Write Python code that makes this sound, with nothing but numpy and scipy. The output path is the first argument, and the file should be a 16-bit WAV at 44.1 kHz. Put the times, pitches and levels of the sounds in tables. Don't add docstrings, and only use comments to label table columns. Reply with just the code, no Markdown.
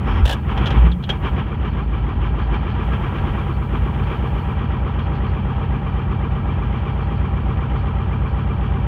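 import sys
import numpy as np
from scipy import signal
from scipy.fft import rfft, irfft, next_fast_len
from scipy.io import wavfile
from scipy.ndimage import uniform_filter1d

SR = 44100
rng = np.random.default_rng(int(sys.argv[2]) if len(sys.argv) > 2 else 0)


def wav_out(sig):
    wavfile.write(sys.argv[1], SR, np.round(np.clip(np.atleast_2d(sig).T, -1, 1) * 32767).astype(np.int16))


N = 391166
TIME = np.arange(N) / SR

# t/s, level/dB
HISS_FADER = [(0, -65.5), (1.33, -64.5), (1.38, -73), (2.8, -76), (2.84, -64.5), (4.52, -65), (4.57, -74.5),
              (8.87, -74)]
# t/s, level/dB
RATCHET_TEETH = [(.253, -17), (.275, -19), (0.292, -16), (0.308, -17.5), (.325, -18.5)]
# f/Hz, relative level/dB
TOOTH_EQ = [(250, -11), (600, 6), (950, 5.5), (1200, -16), (1650, 5.5), (2150, -13.5), (2950, 5), (3500, 0),
            (4200, -11), (7000, -18.5), (15500, -27.5)]
# t/s, ring level/dB, snap level/dB, tilt toward the high modes/(dB per kHz)
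CLINK_HITS = [(0.575, -43, -25, 0), (0.657, -30, -22.5, 6), (.666, -27.5, -19, 6), (.704, -34, -22, 13),
              (0.916, -34, -35, 19), (1.025, -49, -39, 12), (1.037, -30.5, -33.5, 16),
              (1.091, -26, -19.5, -2), (1.097, -26, -19, -2), (4.991, -40, -42, 2)]
# f/Hz, width/Hz, gain/dB
CLINK_MODES = [(2650, 70, -7), (2920, 35, 9.5), (3150, 39, 10.5), (3262, 30, 15), (3420, 90, 2),
               (3720, 160, -7), (4100, 200, -20)]
# f/Hz, relative level/dB
SNAP_EQ = [(200, -1), (500, 1), (1100, -5), (1700, -5), (2100, -13), (3200, -1.5), (4400, -24),
           (6000, -25.5), (8000, -41), (15500, -46)]
# start/s, end/s, boost/dB
LOOSE_TRIM_SPELLS = [(1.63, 1.86, 3), (2.36, 2.8, 8.5), (3.48, 3.66, 7), (4.0, 4.48, 6.5),
                     (4.98, 5.34, 10.5), (6.72, 7.24, 6.5), (7.74, 7.86, 9), (8.24, 8.36, 8)]
# t/s, f/Hz, peak level/dB, rise/s, fall/s
CAB_SHUDDERS = [(.122, 50, -16, .03, 0.028), (0.237, 59.6, -2.5, 0.016, 0.03),
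                (0.775, 124, -17, .02, 0.034), (.778, 216, -26, .025, .03), (0.803, 58.9, -6, 0.047, 0.13),
                (0.859, 170.5, -14, 0.022, 0.028), (0.957, 178, -19, 0.058, 0.038),
                (2.534, 54.3, -13, 0.023, 0.045), (2.897, 63, -13, 0.031, 0.059),
                (3.21, 50, -19, 0.028, 0.013), (3.322, 51, -13.5, 0.028, 0.013),
                (3.836, 60, -18, 0.014, 0.014)]
# f/Hz, relative level/dB
RUMBLE_EQ = [(20, -37), (36, -26.5), (47, -1.5), (57, 1), (75, 0), (105, -4), (145, -8.5), (168, -11),
             (205, -9.5), (250, -17), (400, -29.5), (800, -79.5)]

# t/s, speed/rpm
CRANK_SPEED = [(0.0, 972.0), (0.3, 846.9), (0.6, 940.0), (1.1, 946.6), (1.6, 891.0), (2.05, 783.9),
               (2.35, 806.1), (2.7, 896.1), (3.0, 1032.6), (3.4, 1069.4), (3.7, 945.2), (4.1, 965.4),
               (5.0, 959.8), (5.8, 962.3), (6.2, 950.0), (6.9, 958.0), (7.4, 952.1), (8.87, 954.9)]
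# start/s, end/s, strength (0-1)
FLARE_SPELLS = [(.07, .205, 1), (.505, .875, 0.67)]
# start/s, end/s, strength (0-1)
MISFIRE_SPELLS = [(.208, .25, 0.2), (.355, .47, 0.53), (.915, 1.085, 0.96), (1.16, 1.215, 0.47),
                  (1.44, 1.6, 0.22), (1.7, 1.75, 0.26), (1.84, 1.9, 0.4), (3.53, 3.69, 0.2)]
# t/s, clatter boost/dB
BANGS = [(.095, -1.5), (.79, 2), (1.26, 8), (1.381, 2), (1.668, 1.5), (1.803, 1.5), (2.25, 2.5), (2.4, 2),
         (2.549, 4.5), (2.94, 1), (3.265, 1.5), (3.755, 3.5), (4.075, 2), (4.13, 4.5), (4.25, 1.5)]
# thud level/dB, knock level/dB, tick level/dB
CYLINDER_MIX = [(-5, -2.5, -2), (-5.5, -0.5, -4.5), (-7, -5.5, -3.5), (-5, -3, -3.5), (-8, -6.5, -3.5),
                (-7.5, -4, -3), (-9, -7, -5), (-7, -3.5, -6.5)]
# crank angle/deg, level/dB
CYLINDER_HITS = [(-22, -5), (5, -3), (30, -3.5)]
# f/Hz, relative level/dB
THUD_EQ = [(100, -27), (170, -10), (210, -7), (270, -6.5), (380, -6), (470, -8.5), (540, -12.5), (700, -14),
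           (1000, -39.5), (2000, -76.5)]
KNOCK_EQ = [(300, -26.5), (600, -4.5), (740, -5), (810, 2), (1000, 0), (1080, -2), (1140, 0.5),
            (1310, -1.5), (1480, -10.5), (1800, -20.5), (2600, -32.5), (5000, -75.5)]
TICK_EQ = [(700, -37), (1300, 4), (1700, 5.5), (2040, -0.5), (2250, 2.5), (2500, 2), (2850, 1.5),
           (3250, 0.5), (3550, -8), (4000, -19), (5000, -27.5), (6200, -30), (8000, -55.5), (16000, -60)]
# f/Hz, width/Hz, boost/dB
BODY_MODES = [(331, 22, 1.5), (472, 17, 5.5), (564, 12, 4.5), (778.4, 17, 9.5), (840, 26, 1),
              (964, 15, 4.5), (1318, 14, 3), (1623, 20, 7), (1907, 22, 7.5), (2310, 37, 4), (3050, 54, 3.5),
              (3234, 38, 4)]
# crank angle/deg, f/Hz, decay/s, level/dB
RINGING_PARTS = [(58.1, 810, 0.0097, -37), (75.4, 1340, .014, -43.5), (103.26, 960, 0.014, -39.5),
                 (110.8, 1920, 0.0059, -43.5), (148.36, 805, 0.0037, -38.5), (171.5, 290, .008, -35.5),
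                 (178.2, 965, 0.0066, -40.5), (208, 2080, 0.006, -45.5), (238, 1190, 0.014, -39.5),
                 (272.4, 333, 0.0073, -31.5), (279.8, 400, 0.014, -37), (290, 1090, 0.015, -37.5),
                 (317.4, 2360, .011, -41.5), (333, 1310, 0.0082, -39.5), (368, 1180, 0.011, -37),
                 (372, 1010, 0.007, -35.5), (376.5, 1470, .006, -44), (439.3, 213, 0.011, -28),
                 (464, 980, 0.013, -38), (491.6, 1320, 0.011, -42.5), (503, 840, .01, -37.5),
                 (622, 450, 0.008, -39), (628, 970, 0.011, -40.5), (650, 2350, 0.0091, -45)]
# multiple of the cycle rate, level ahead of the cab EQ/dB
FIRING_ORDERS = [(5, -32.5), (6, -31), (7, -28), (8, -23.5), (9, -30.5), (10, -36.5), (11, -18.5),
                 (12, -34.5), (13, -31), (14, -35), (15, -32.5), (16, -26.5), (18, -48.5), (19, -32),
                 (20, -46), (22, -37.5), (23, -43.5), (24, -38), (26, -45.5), (28, -46), (40, -38.5),
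                 (41, -47)]
# f/Hz, gain/dB
CAB_EQ = [(25, -27.5), (39, -6), (47, -15.5), (54, 5.5), (63, -0.5), (72, -7), (92, -5.5), (110, -7.5),
          (128, 0.5), (150, 2.5), (165, -2), (210, 6), (250, -7)]
# t/s, boost/dB
CYLINDER_IMBALANCE = [(0, 3.5), (1.45, -5), (1.7, -2), (2.2, -3.5), (2.4, 0), (2.7, 0), (3.0, 1.5),
                      (4.0, 0), (8.87, -0.5)]


def from_db(db):
    return 10 ** (np.asarray(db) / 20)


def unit_rms(x):
    return x / np.sqrt(np.mean(x ** 2) + 1e-20)


def automation(points):
    return np.interp(TIME, *np.transpose(points))


def eq_db(curve, hz):
    f, db = np.transpose(curve)
    return np.interp(np.log(hz + 1e-3), np.log(f), db)


def equalise(x, curve):
    size = next_fast_len(N + SR // 2, True) * 2
    gain = unit_rms(from_db(eq_db(curve, np.arange(size // 2 + 1) * SR / size)))
    cepstrum = irfft(np.log(gain))
    cepstrum[1:size // 2] *= 2
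    cepstrum[size // 2 + 1:] = 0
    return irfft(rfft(x, size) * np.exp(rfft(cepstrum)))[:N]


def resonance(x, hz, width):
    r = np.exp(-np.pi * width / SR)
    feedback = [1, -2 * r * np.cos(2 * np.pi * hz / SR), r * r]
    return signal.lfilter(np.array([1, 0, -1]) * (1 - r * r) / 2, feedback, x + 1e-18)


def noise_band(size, hz, width):
    return resonance(resonance(rng.standard_normal(size), hz, width), hz, width)


def hit_envelope(rise_s, decay_s, size=3000):
    t = TIME[:size]
    return (1 - np.exp(-t / rise_s)) * np.exp(-t / decay_s)


def add(out, s, piece):
    i = int(round(s * SR))
    if -len(piece) < i < N:
        out[max(i, 0):i + len(piece)] += piece[max(-i, 0):N - i]


def bursts(times, levels_db, envelope):
    out = np.zeros(N)
    for s, db in zip(times, levels_db):
        add(out, s, from_db(db) * envelope * rng.standard_normal(len(envelope)))
    return out


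def spells(rows, edge_s):
    return sum(strength * (np.tanh((TIME - start) / edge_s) - np.tanh((TIME - end) / edge_s)) / 2
               for start, end, strength in rows)


def coldness(warm_up_s=6.8):
    return np.exp(-TIME / warm_up_s)


def hiss():
    return from_db(automation(HISS_FADER)) * rng.standard_normal(N)


def ratchet():
    times, levels_db = np.transpose(RATCHET_TEETH)
    return equalise(bursts(times, levels_db, hit_envelope(0.0023, 0.0098)), TOOTH_EQ)


def clinks(pivot_hz=3300):
    times, ring_db, snap_db, tilt_db = np.transpose(CLINK_HITS)
    ring = np.zeros(N)
    for hz, width, db in CLINK_MODES:
        chatter_db = ring_db + tilt_db * (hz - pivot_hz) / 1000
        chatter = bursts(times, chatter_db, hit_envelope(0.0005, 0.006))
        ring += from_db(db + 15) * resonance(chatter, hz, width)
    muffled = signal.sosfilt(signal.butter(4, [2400, 4400], "band", fs=SR, output="sos"), ring)
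    snaps = bursts(times, snap_db, hit_envelope(0.0008, 0.012))
    return muffled + equalise(snaps, SNAP_EQ)


def trim_buzz(cycle, shake_deg=590, width_deg=170):
    shake_phase = cycle - shake_deg / 720
    nearest = np.round(shake_phase).astype(int)
    shake = np.exp(-((shake_phase - nearest) * 720 / width_deg) ** 2)
    scatter_db = rng.standard_normal(nearest[-1] - nearest[0] + 1)[nearest - nearest[0]]
    level_db = -72.5 + 5 * coldness() + spells(LOOSE_TRIM_SPELLS, edge_s=0.02) + scatter_db
    rasp = unit_rms(noise_band(N, hz=4280, width=700))
    high_rasp = unit_rms(noise_band(N, hz=5260, width=750))
    first_flare = spells(FLARE_SPELLS[:1], edge_s=0.02)
    return from_db(level_db) * shake * rasp + from_db(-61) * first_flare * high_rasp


def shudders():
    out = np.zeros(N)
    for s, hz, db, rise_s, fall_s in CAB_SHUDDERS:
        t = TIME - s
        swell = np.exp(-(t / np.where(t < 0, rise_s, fall_s)) ** 2)
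        out -= from_db(db) * swell * np.cos(2 * np.pi * hz * t)
    return out


def effort(rpm, speed_db, pull_db, cold_db, flare_db, misfire_db, idle_rpm=955):
    overspeed = (rpm - idle_rpm) / 100
    pull = uniform_filter1d(np.gradient(overspeed) * SR, size=SR // 5)
    flares = flare_db * spells(FLARE_SPELLS, edge_s=0.0043)
    misfires = misfire_db * spells(MISFIRE_SPELLS, edge_s=0.036)
    return speed_db * overspeed + pull_db * pull + cold_db * coldness() + flares + misfires


def rumble(clatter_db):
    level_db = -31.5 + 10.4 * coldness() + 0.53 * clatter_db
    return from_db(level_db) * unit_rms(equalise(rng.standard_normal(N), RUMBLE_EQ))


def firing_accents(cycle, lope_deg=400, lope_db=2.2):
    lope = np.cos(2 * np.pi * (cycle - lope_deg / 720))
    bangs_db = sum(db * np.exp(-((TIME - s) / 0.028) ** 2) for s, db in BANGS)
    return lope_db * coldness() * lope + bangs_db


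def ringing_parts(cycle, note_share=0.77, scatter_db=0.6, jitter_s=0.00012):
    t = TIME[:SR // 14]
    cycles, out = np.arange(int(cycle[-1]) + 2), np.zeros(N)
    for degrees, hz, decay_s, db in RINGING_PARTS:
        times = np.interp(cycles + degrees / 720, cycle[::100], TIME[::100], right=2 * N / SR)
        envelope = hit_envelope(0.0032, decay_s, size=len(t))
        envelope /= envelope.max()
        note = np.sqrt(2 * note_share) * np.sin(2 * np.pi * hz * t)
        grits = noise_band((len(times), len(t)), hz, width=0.24 * hz)
        for s, grit, (late, hard) in zip(times, grits, rng.standard_normal((len(times), 2))):
            hit = envelope * (note + np.sqrt(1 - note_share) * unit_rms(grit))
            add(out, s + jitter_s * late, from_db(db + scatter_db * hard) * hit)
    return out


def impacts(cycle, levels_db, eq, rise_s, decay_s, repeat, scatter_db, jitter_s):
    envelope = hit_envelope(rise_s, decay_s)
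    cycles, out = np.arange(-1, int(cycle[-1]) + 2), np.zeros(N)
    first_period_s = 1 / (SR * (cycle[1] - cycle[0]))
    clock_cycle, clock_s = np.r_[cycle[0] - 1, cycle[::100]], np.r_[-first_period_s, TIME[::100]]
    for cylinder, cylinder_db in enumerate(levels_db):
        for degrees, hit_db in CYLINDER_HITS:
            place = (90 * cylinder + degrees) / 720
            times = np.interp(cycles + place, clock_cycle, clock_s, right=2 * N / SR)
            signature = np.sqrt(repeat) * rng.standard_normal(len(envelope))
            for s, (late, hard) in zip(times, rng.standard_normal((len(times), 2))):
                grit = np.sqrt(1 - repeat) * rng.standard_normal(len(envelope))
                gain = from_db(cylinder_db + hit_db + scatter_db * hard)
                add(out, s + jitter_s * late, gain * envelope * (signature + grit))
    return unit_rms(equalise(out, eq))


def clatter(cycle, drive_db):
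    thud_db, knock_db, tick_db = np.transpose(CYLINDER_MIX)
    thud = impacts(cycle, thud_db, THUD_EQ, rise_s=0.00054, decay_s=0.0074,
                   repeat=0.65, scatter_db=0.73, jitter_s=0.00008)
    knock = impacts(cycle, knock_db, KNOCK_EQ, rise_s=0.00051, decay_s=0.013,
                    repeat=0.49, scatter_db=1.0, jitter_s=0.00007)
    tick = impacts(cycle, tick_db, TICK_EQ, rise_s=0.0006, decay_s=0.02,
                   repeat=0.31, scatter_db=2.5, jitter_s=0.00006)
    cold_bite_db = 2.6 * np.exp(-(TIME / 4.1) ** 2)
    hits = from_db(-36.5 + 0.6 * drive_db) * thud + from_db(-39 + drive_db) * knock
    hits += from_db(-44.5 + drive_db + cold_bite_db) * tick
    body_ring = sum((from_db(db) - 1) * resonance(hits, hz, width) for hz, width, db in BODY_MODES)
    return hits + body_ring


def firing_boom(cycle, rpm, crossover_hz=105):
    boom_db = effort(rpm, speed_db=-0.5, pull_db=-0.2, cold_db=-5.5, flare_db=-3, misfire_db=-8.5)
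    drone_db = effort(rpm, speed_db=-1.7, pull_db=0, cold_db=-6, flare_db=-4.5, misfire_db=1.5)
    imbalance_db = automation(CYLINDER_IMBALANCE)
    out = np.zeros(N)
    for order, db in FIRING_ORDERS:
        hz = order * rpm / 120
        lag_turns = order * (0.746 - 0.034 * order)
        low_db = boom_db + (-0.25 * imbalance_db if order == 8 else imbalance_db)
        ride_db = low_db + (drone_db - low_db) / (1 + (crossover_hz / hz) ** 8)
        gain = from_db(db + eq_db(CAB_EQ, hz) + ride_db)
        out += gain * np.sin(2 * np.pi * (order * cycle - lag_turns))
    return np.sqrt(2) * out


def engine(start_deg=-144):
    rpm = automation(CRANK_SPEED)
    cycle = start_deg / 720 + np.cumsum(rpm / 120) / SR
    clatter_db = effort(rpm, speed_db=1.06, pull_db=0.19, cold_db=1.78, flare_db=6, misfire_db=-13)
    drive_db = clatter_db + firing_accents(cycle)
    noise_layers = rumble(clatter_db) + clatter(cycle, drive_db)
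    pings = from_db(-1 + 0.67 * drive_db) * ringing_parts(cycle)
    return noise_layers + pings + trim_buzz(cycle) + firing_boom(cycle, rpm)


def scene():
    return (hiss() + engine() + shudders() + ratchet() + clinks())[None]


def record(dry, cutoff_hz=15750):
    return signal.sosfilt(signal.ellip(10, 0.1, 80, cutoff_hz, fs=SR, output="sos"), dry)


dry = scene()
out = record(dry)
wav_out(out)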